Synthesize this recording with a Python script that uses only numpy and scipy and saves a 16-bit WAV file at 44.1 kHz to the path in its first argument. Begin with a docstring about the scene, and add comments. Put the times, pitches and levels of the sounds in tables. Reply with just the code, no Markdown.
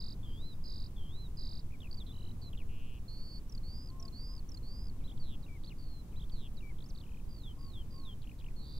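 """A distant rumble, the wash of open air and microphone hiss lie under the whole scene at a marsh pool.
At once a skylark starts to warble; its voice organ, the syrinx, slides, shakes or chops one pure whistle.
A low hum comes and goes from 2 s, while the lark chatters and rattles. Around 4 s it repeats high,
hissy pips and a buzz, and far-off water birds hoot faintly. Two cascades follow, then from about 7 s
three falling phrases with more far hoots. The song ends on quick flicks and a shivering trill."""
import sys
import numpy as np
from scipy import signal
from scipy.fft import rfft, irfft
from scipy.io import wavfile
from scipy.ndimage import map_coordinates

SR = 44100
rng = np.random.default_rng(int(sys.argv[2]) if len(sys.argv) > 2 else 0)


def materialize(psi):
    """Save the field psi as 16-bit PCM at rate SR to the path in sys.argv[1].

    A 1-D psi becomes a single channel; in a 2-D psi each row is a channel.
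    """
    bounded = np.clip(np.atleast_2d(psi).T, -1, 1)
    quanta = np.round(bounded * 32767).astype(np.int16)
    wavfile.write(sys.argv[1], SR, quanta)


N = 387638
FREQS = np.maximum(np.arange(N // 2 + 1) * SR / N, 1)

# The tone colours of the three background noises. Each row: frequency in Hz, relative strength in dB.
RUMBLE_COLOUR = [(2.9, -32.5), (5.0, 6), (17, -3), (27, -7), (119, -18.5), (260, -29), (625, -46),
                 (902, -47.5), (1070, -47.5), (1180, -50), (1700, -61.5), (2400, -110)]
WASH_COLOUR = [(20, 2.5), (55, -14), (160, -25.5), (700, -27.5), (1500, -34.5), (2500, -55.5)]
HISS_COLOUR = [(900, -10.5), (1800, 1.5), (4500, -1.5), (15500, -3.5)]
# Calls of far-off birds. Each row: start and length in seconds, pitch at the start, middle and end
# in Hz, level in dB.
FAR_CALLS = [(.25, .35, 4780, 4830, 4980, -77), (3.877, .235, 1020, 1066, 1075, -60.5),
             (3.99, .11, 625, 682, 610, -62), (4.27, .1, 1020, 1060, 1120, -65),
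             (7.55, .19, 1040, 1100, 1060, -65), (7.92, .2, 1055, 1092, 1010, -62)]
# The lark's song. A motif is a short phrase: all the slurs, pips and trills that bear its name.
# Each row: motif, start in seconds, level change in dB.
SONG = [("warble", -.099, 2), ("scoop", .229, 0), ("warble", .639, -.5), ("scoop", .962, -.5),
        ("warble", 1.371, 0), ("chatter", 1.706, 0), ("rattle", 2.414, 0), ("drone", 3.081, 0),
        ("drops", 3.494, -2), ("buzz", 3.624, 0), ("drops", 3.997, 1), ("buzz", 4.116, 1.5),
        ("drops", 4.489, 0), ("buzz", 4.620, -2), ("cascade", 4.999, 0), ("low whistle", 5.427, -1.5),
        ("twitter", 5.634, 0), ("cascade", 6.12, 0), ("low whistle", 6.569, 1), ("jumble", 6.784, 0),
        ("descent", 7.289, 0), ("descent", 7.589, 0), ("descent", 7.905, 1.6), ("flicks", 8.217, -.5),
        ("flicks", 8.387, 0), ("shiver", 8.561, 0)]
# Slurs are sliding notes. 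Each row: motif, course ("arc" or "snap"), start in the motif and length
# in seconds, pitch at the start, middle and end in Hz, base level in dB.
SLURS = [("scoop", "arc", .154, .16, 3400, 4070, 3680, -63),
         ("chatter", "arc", .028, .027, 2550, 2300, 2150, -62),
         ("chatter", "arc", .264, .026, 4700, 4560, 4280, -59),
         ("chatter", "arc", .293, .031, 3900, 3550, 3250, -58.5),
         ("rattle", "arc", .115, .011, 3400, 3050, 2300, -58),
         ("rattle", "arc", .133, .008, 2400, 2800, 3200, -61),
         ("cascade", "snap", .038, .038, 2900, 3950, 4050, -68),
         ("cascade", "snap", .174, .011, 5500, 3100, 2800, -66),
         ("low whistle", "snap", -.002, .03, 5500, 3950, 3750, -67),
         ("low whistle", "arc", .036, .008, 2560, 2780, 2650, -62.5),
         ("low whistle", "snap", .054, .076, 2550, 2330, 2270, -62),
         ("low whistle", "arc", .124, .028, 2320, 2170, 1980, -61),
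         ("twitter", "arc", 0, .008, 5100, 3700, 2700, -62),
         ("twitter", "snap", .008, .014, 2700, 4700, 4900, -60.5),
         ("twitter", "arc", .025, .008, 5200, 4300, 2700, -62),
         ("twitter", "snap", .035, .027, 2700, 4750, 4100, -62.5),
         ("twitter", "arc", .059, .007, 4250, 3500, 2500, -62),
         ("twitter", "snap", .069, .031, 2300, 3550, 1800, -60.5),
         ("jumble", "arc", .102, .027, 6300, 5750, 3300, -63.5)]
# Runs of tiny notes. Each row: motif, start in the motif in seconds, number of pips, pips per second,
# pip length in seconds, first, middle and last pitch in Hz, base slide of a pip in Hz, base level in dB.
PIP_RUNS = [("scoop", .001, 11, 70.5, .012, 3460, 3130, 3360, 170, -61.3),
            ("chatter", 0, 2, 71, .01, 2200, 2300, 2400, -400, -63.5),
            ("chatter", .097, 6, 76, .009, 3600, 2830, 2520, 150, -57.5),
            ("chatter", .205, 3, 64, .009, 4620, 4620, 4680, 700, -52.5),
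            ("chatter", .414, 10, 46.8, .009, 3900, 3980, 3950, 95, -62.5),
            ("chatter", .425, 9, 46.3, .009, 3020, 3020, 3000, 350, -63.5),
            ("rattle", .159, 5, 73, .011, 3300, 2680, 1900, -750, -59),
            ("rattle", .277, 37, 123.5, .0075, 2620, 2720, 2720, -1250, -61.8),
            ("drops", 0, 4, 36.5, .0098, 5780, 5060, 4350, -250, -54),
            ("buzz", .219, 5, 71, .0085, 5000, 4920, 4380, -200, -58.5),
            ("cascade", .001, 5, 122, .007, 3100, 2280, 2400, 200, -69),
            ("cascade", .076, 3, 55.5, .0175, 3620, 3450, 3300, 750, -62.5),
            ("jumble", 0, 3, 53, .01, 3300, 3500, 3750, -1100, -62),
            ("jumble", .056, 2, 52, .009, 4550, 4900, 5300, 200, -61),
            ("jumble", .164, 3, 38, .009, 4500, 4450, 4350, 500, -62),
            ("jumble", .174, 4, 38.5, .008, 3800, 3650, 2900, -1000, -60.5),
            ("jumble", .242, 7, 37.5, .008, 3000, 3080, 3100, 200, -69),
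            ("jumble", .279, 6, 37.5, .008, 2560, 2520, 2520, -450, -63.5),
            ("descent", .144, 5, 53.5, .0185, 3700, 3290, 3130, -170, -59.5),
            ("flicks", 0, 4, 95, .009, 4200, 3400, 2450, 1300, -64.5),
            ("flicks", .054, 4, 48, .0085, 2950, 2650, 1950, 750, -58.3)]
# Trills are shaken notes. Each row: motif, course ("steady", "swells", "opens" or "settles"), start in
# the motif and length in seconds, pitch at the start, middle and end in Hz, base level at those three
# points in dB, shakes per second at first, pitch swing in Hz, dip in each shake in dB, and how far
# loudness runs ahead of pitch in radians.
TRILLS = [("warble", "swells", -.001, .252, 4700, 4400, 4400, -48, -52.5, -55.5, 49.6, 620, 8, .5),
          ("chatter", "settles", .356, .061, 3850, 3570, 3500, -59, -59.5, -60, 230, 400, 10, 1.2),
          ("rattle", "settles", .001, .082, 4450, 4170, 3920, -55.5, -58.5, -62, 117, 260, 10, 1.2),
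          ("drone", "steady", -.001, .324, 4260, 4440, 4490, -53.5, -55.5, -51, 254, 100, 11, .26),
          ("buzz", "swells", .006, .227, 4190, 4740, 4970, -58, -55, -57.5, 262, 50, 8.5, .26),
          ("cascade", "opens", .198, .168, 4700, 3670, 2800, -62, -59.5, -54, 137, 400, 14, 1.1),
          ("twitter", "settles", .149, .245, 4600, 4300, 4000, -62, -65, -68, 69, 230, 10, 1.2),
          ("descent", "swells", 0, .152, 4850, 4630, 3830, -61, -60.5, -65, 55, -75, 16, -.1),
          ("shiver", "opens", 0, .255, 4330, 4170, 4350, -65, -58, -58.5, 75.1, 600, 7, .3)]
# How the microphone's two openings (ports) hear the lark. Each row: frequency in Hz, left minus right
# level in dB, how far the left runs ahead in radians.
PORT_DIFFERENCES = [(2260, 12, 0.22), (2730, 2, -0.23), (3390, 6.5, -0.99), (3600, -3, -0.95),
                    (3970, -12, .1), (4270, -6, 1), (5000, -3.5, 0.99)]


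def undb(db):
    """Turn decibels into a number to multiply by."""
    return 10 ** (np.asarray(db) / 20)


def arc(u, start, middle, end):
    """A smooth curve through three values as u goes from 0 to 1."""
    return start + (end - start) * u + (2 * middle - start - end) * 2 * u * (1 - u)


def gate(t, length, attack, release):
    """A gentle fade in from time 0 and a fade out that ends at length."""
    return np.sin(np.pi / 2 * np.clip(np.minimum(t / attack, (length - t) / release), 0, 1)) ** 2


def wander(n, rate):
    """A smooth random curve, about 1 in size, that finds a new value rate times a second."""
    steps = np.arange(n) * rate / SR
    return map_coordinates(rng.standard_normal(int(steps[-1]) + 2), [steps], order=2, mode="nearest")


def add(track, start, sound):
    """Mix a sound into a track from a start time on."""
    at = int(start * SR) + np.arange(len(sound))
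    inside = (at >= 0) & (at < len(track))
    track[at[inside]] += sound[inside]


def spread(table, column=1):
    """Spread one column of a table over all frequencies."""
    table = np.array(table, float)
    return np.interp(np.log(FREQS), np.log(table[:, 0]), table[:, column])


def noise(colour, db):
    """Noise of a given tone colour and level."""
    x = irfft(rfft(rng.standard_normal(N)) * undb(spread(colour)), N)
    return x * undb(db) / x.std()


def scatter(x, decay_s):
    """A blur of echoes from ground, reeds and banks, different at each port; it dies 60 dB in decay_s."""
    t = np.arange(SR) / SR
    tail = rng.standard_normal((2, SR)) * np.exp(-np.log(1000) * t / decay_s)
    tail /= np.sqrt(np.sum(tail[0] ** 2))
    return signal.fftconvolve(x[None], tail, axes=1)[:, :N]


def background(swell_db=.6):
    """The rumble reaches both ports alike, the wash of air differs between them, and each hisses alone."""
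    rumble = noise(RUMBLE_COLOUR, db=-38.5) * undb(swell_db * wander(N, 2.89))
    wash = noise(WASH_COLOUR, db=-57.5) * np.array([[1], [-1]])
    hiss = np.array([noise(HISS_COLOUR, db=-68.5) for _ in range(2)])
    return rumble + wash + hiss


def hum(start_s=2.0, length=.8, hz=109, db=-51):
    """A low hum rises out of the rumble for a moment."""
    t = np.arange(N) / SR
    tone = np.sin(2 * np.pi * hz * t + wander(N, 10) / 2)
    return undb(db) * gate(t - start_s, length, length / 4, length / 2) * tone


def far_birds(direct_db=-1, echo_db=-6, waver=.007, fade_s=.04):
    """Soft hoots and pipings from across the marsh, blurred by distance."""
    calls = np.zeros(N)
    for start, length, *pitch_hz, db in FAR_CALLS:
        t = np.arange(int(length * SR)) / SR
        hz = arc(t / length, *pitch_hz) * (1 + waver * wander(len(t), 150))
        tone = np.sin(2 * np.pi * np.cumsum(hz) / SR)
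        add(calls, start, undb(db) * gate(t, length, fade_s, fade_s) * tone)
    return undb(direct_db) * calls + undb(echo_db) * scatter(calls, decay_s=.3)


def whistle(hz, db, attack_s=.002, release_s=.004, best_hz=3700, edge_db=19, waver_hz=14, flutter_db=.6):
    """The lark's voice: one slightly unsteady pure tone, edge_db weaker an octave away from best_hz."""
    t = np.arange(len(hz)) / SR
    db = db - edge_db * np.log2(hz / best_hz) ** 4 + flutter_db * wander(len(t), 110)
    phase = 2 * np.pi * np.cumsum(hz + waver_hz * wander(len(t), 400)) / SR
    return np.sqrt(2) * undb(db) * gate(t, len(t) / SR, attack_s, release_s) * np.sin(phase)


def slur(course, length, start_hz, middle_hz, end_hz, db, snap_s=.004, swell_db=2.5):
    """A whistle that slides along one arc, or snaps to its middle pitch and drifts on from there."""
    t = np.arange(int(length * SR)) / SR
    u = t / length
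    if course == "snap":
        hz = middle_hz + (end_hz - middle_hz) * u + (start_hz - middle_hz) * np.exp(-t / snap_s)
    else:
        hz = arc(u, start_hz, middle_hz, end_hz)
    return whistle(hz, db + arc(u, 0, swell_db, 0))


def pips(count, rate_hz, length, first_hz, middle_hz, last_hz, slide_hz, db,
         jitter_s=.0003, stray_hz=25, bow=.13, swell_db=1.8):
    """The syrinx snaps open at a nearly even pace, and the pips step along an arc of pitch."""
    slide = arc(np.linspace(0, 1, int(length * SR)), -slide_hz / 2, bow * slide_hz, slide_hz / 2)
    slide -= slide.mean()
    run = np.zeros(int((count / rate_hz + length) * SR))
    for k, (late, sharp) in enumerate(rng.standard_normal((int(count), 2))):
        u = k / (count - 1)
        centre_hz = arc(u, first_hz, middle_hz, last_hz) + stray_hz * sharp
        hz = centre_hz + slide * (centre_hz / middle_hz) ** 2  # low pips slide less
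        pip = whistle(hz, db + arc(u, 0, swell_db, 0))
        add(run, max(k / rate_hz + jitter_s * late, 0), pip)
    return run


def shake_depth(course, t, u, widen_s=.03, open_share=.42, settle_share=.65):
    """A shake opens out of a plain whistle, settles into one, or is there almost at once."""
    if course == "opens":
        return np.minimum(u / open_share, 1) ** 1.5
    if course == "settles":
        return 1 - np.minimum(u / settle_share, 1) ** 3
    return 1 - .5 * np.exp(-t / widen_s)


def trill(course, length, start_hz, middle_hz, end_hz, start_db, middle_db, end_db,
          rate_hz, swing_hz, dip_db, lead, flat_top=.22, wobble=.003, soft_db=9, swell_s=.02):
    """Tension in the syrinx swings to and fro, shaking both pitch and loudness."""
    t = np.arange(int(length * SR)) / SR
    u = t / length
    slowing = .0017  # each shake is this share longer than the one before
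    turn = 2 * np.pi * np.log1p(slowing * rate_hz * t) / slowing
    depth = shake_depth(course, t, u)
    swing = np.sin(turn) + flat_top * (1 - u) * np.cos(2 * turn)  # blunt tops that grow more pointed
    hz = arc(u, start_hz, middle_hz, end_hz) + depth * swing_hz * swing
    hz *= 1 + wobble * wander(len(t), 35)
    effort_db = arc(u, start_db, middle_db, end_db)
    if course == "swells":
        effort_db -= soft_db * np.exp(-t / swell_s)
    shake_db = depth * dip_db * (np.sin(turn + lead) - 1) / 2
    return whistle(hz, effort_db + shake_db, attack_s=.003, release_s=.11 * length)


def fray(sound, band_hz=(5000, 7800), db=-13):
    """High pips forced so hard that they fray into hiss, most of all at their loudest moments."""
    band = signal.butter(2, band_hz, "band", fs=SR, output="sos")
    hiss = signal.sosfilt(band, rng.standard_normal(len(sound)))
    strain = sound ** 2 / np.abs(sound).max()
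    return undb(db) * strain * hiss / hiss.std()


def notes(motif):
    """Sing a motif afresh, giving each part's start in the motif and its sound."""
    return ([(at, slur(course, *shape)) for name, course, at, *shape in SLURS if name == motif]
            + [(at, pips(*shape)) for name, at, *shape in PIP_RUNS if name == motif]
            + [(at, trill(course, *shape)) for name, course, at, *shape in TRILLS if name == motif])


def at_ports(song):
    """The body around the microphone shades and delays the song differently at each port."""
    left = undb(spread(PORT_DIFFERENCES) / 2) * np.exp(.5j * spread(PORT_DIFFERENCES, column=2))
    ports = np.array([left, 1 / left])
    ports /= np.abs(ports.mean(axis=0))
    return irfft(rfft(song) * ports, N)


def skylark(ground_db=-13.5, reeds_db=-23):
    """The song comes from the open sky, with a quick echo off the ground and a longer one off the reeds."""
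    song = np.zeros(N)
    for motif, start, db in SONG:
        for offset, sound in notes(motif):
            if motif == "drops":
                sound = sound + fray(sound)
            add(song, start + offset, undb(db) * sound)
    echoes = undb(ground_db) * scatter(song, decay_s=.035) + undb(reeds_db) * scatter(song, decay_s=.2)
    return at_ports(song) + echoes


def scene():
    """Everything at the marsh pool, mixed in stereo."""
    return background() + hum() + far_birds() + skylark()


def record(dry, fade_s=.004, top_hz=15650):
    """Soften the start and the end, and cut off the highest treble."""
    faded = dry * gate(np.arange(N) / SR, N / SR, fade_s, fade_s)
    return signal.sosfilt(signal.ellip(10, .1, 70, top_hz, fs=SR, output="sos"), faded)


dry = scene()
out = record(dry)
materialize(out)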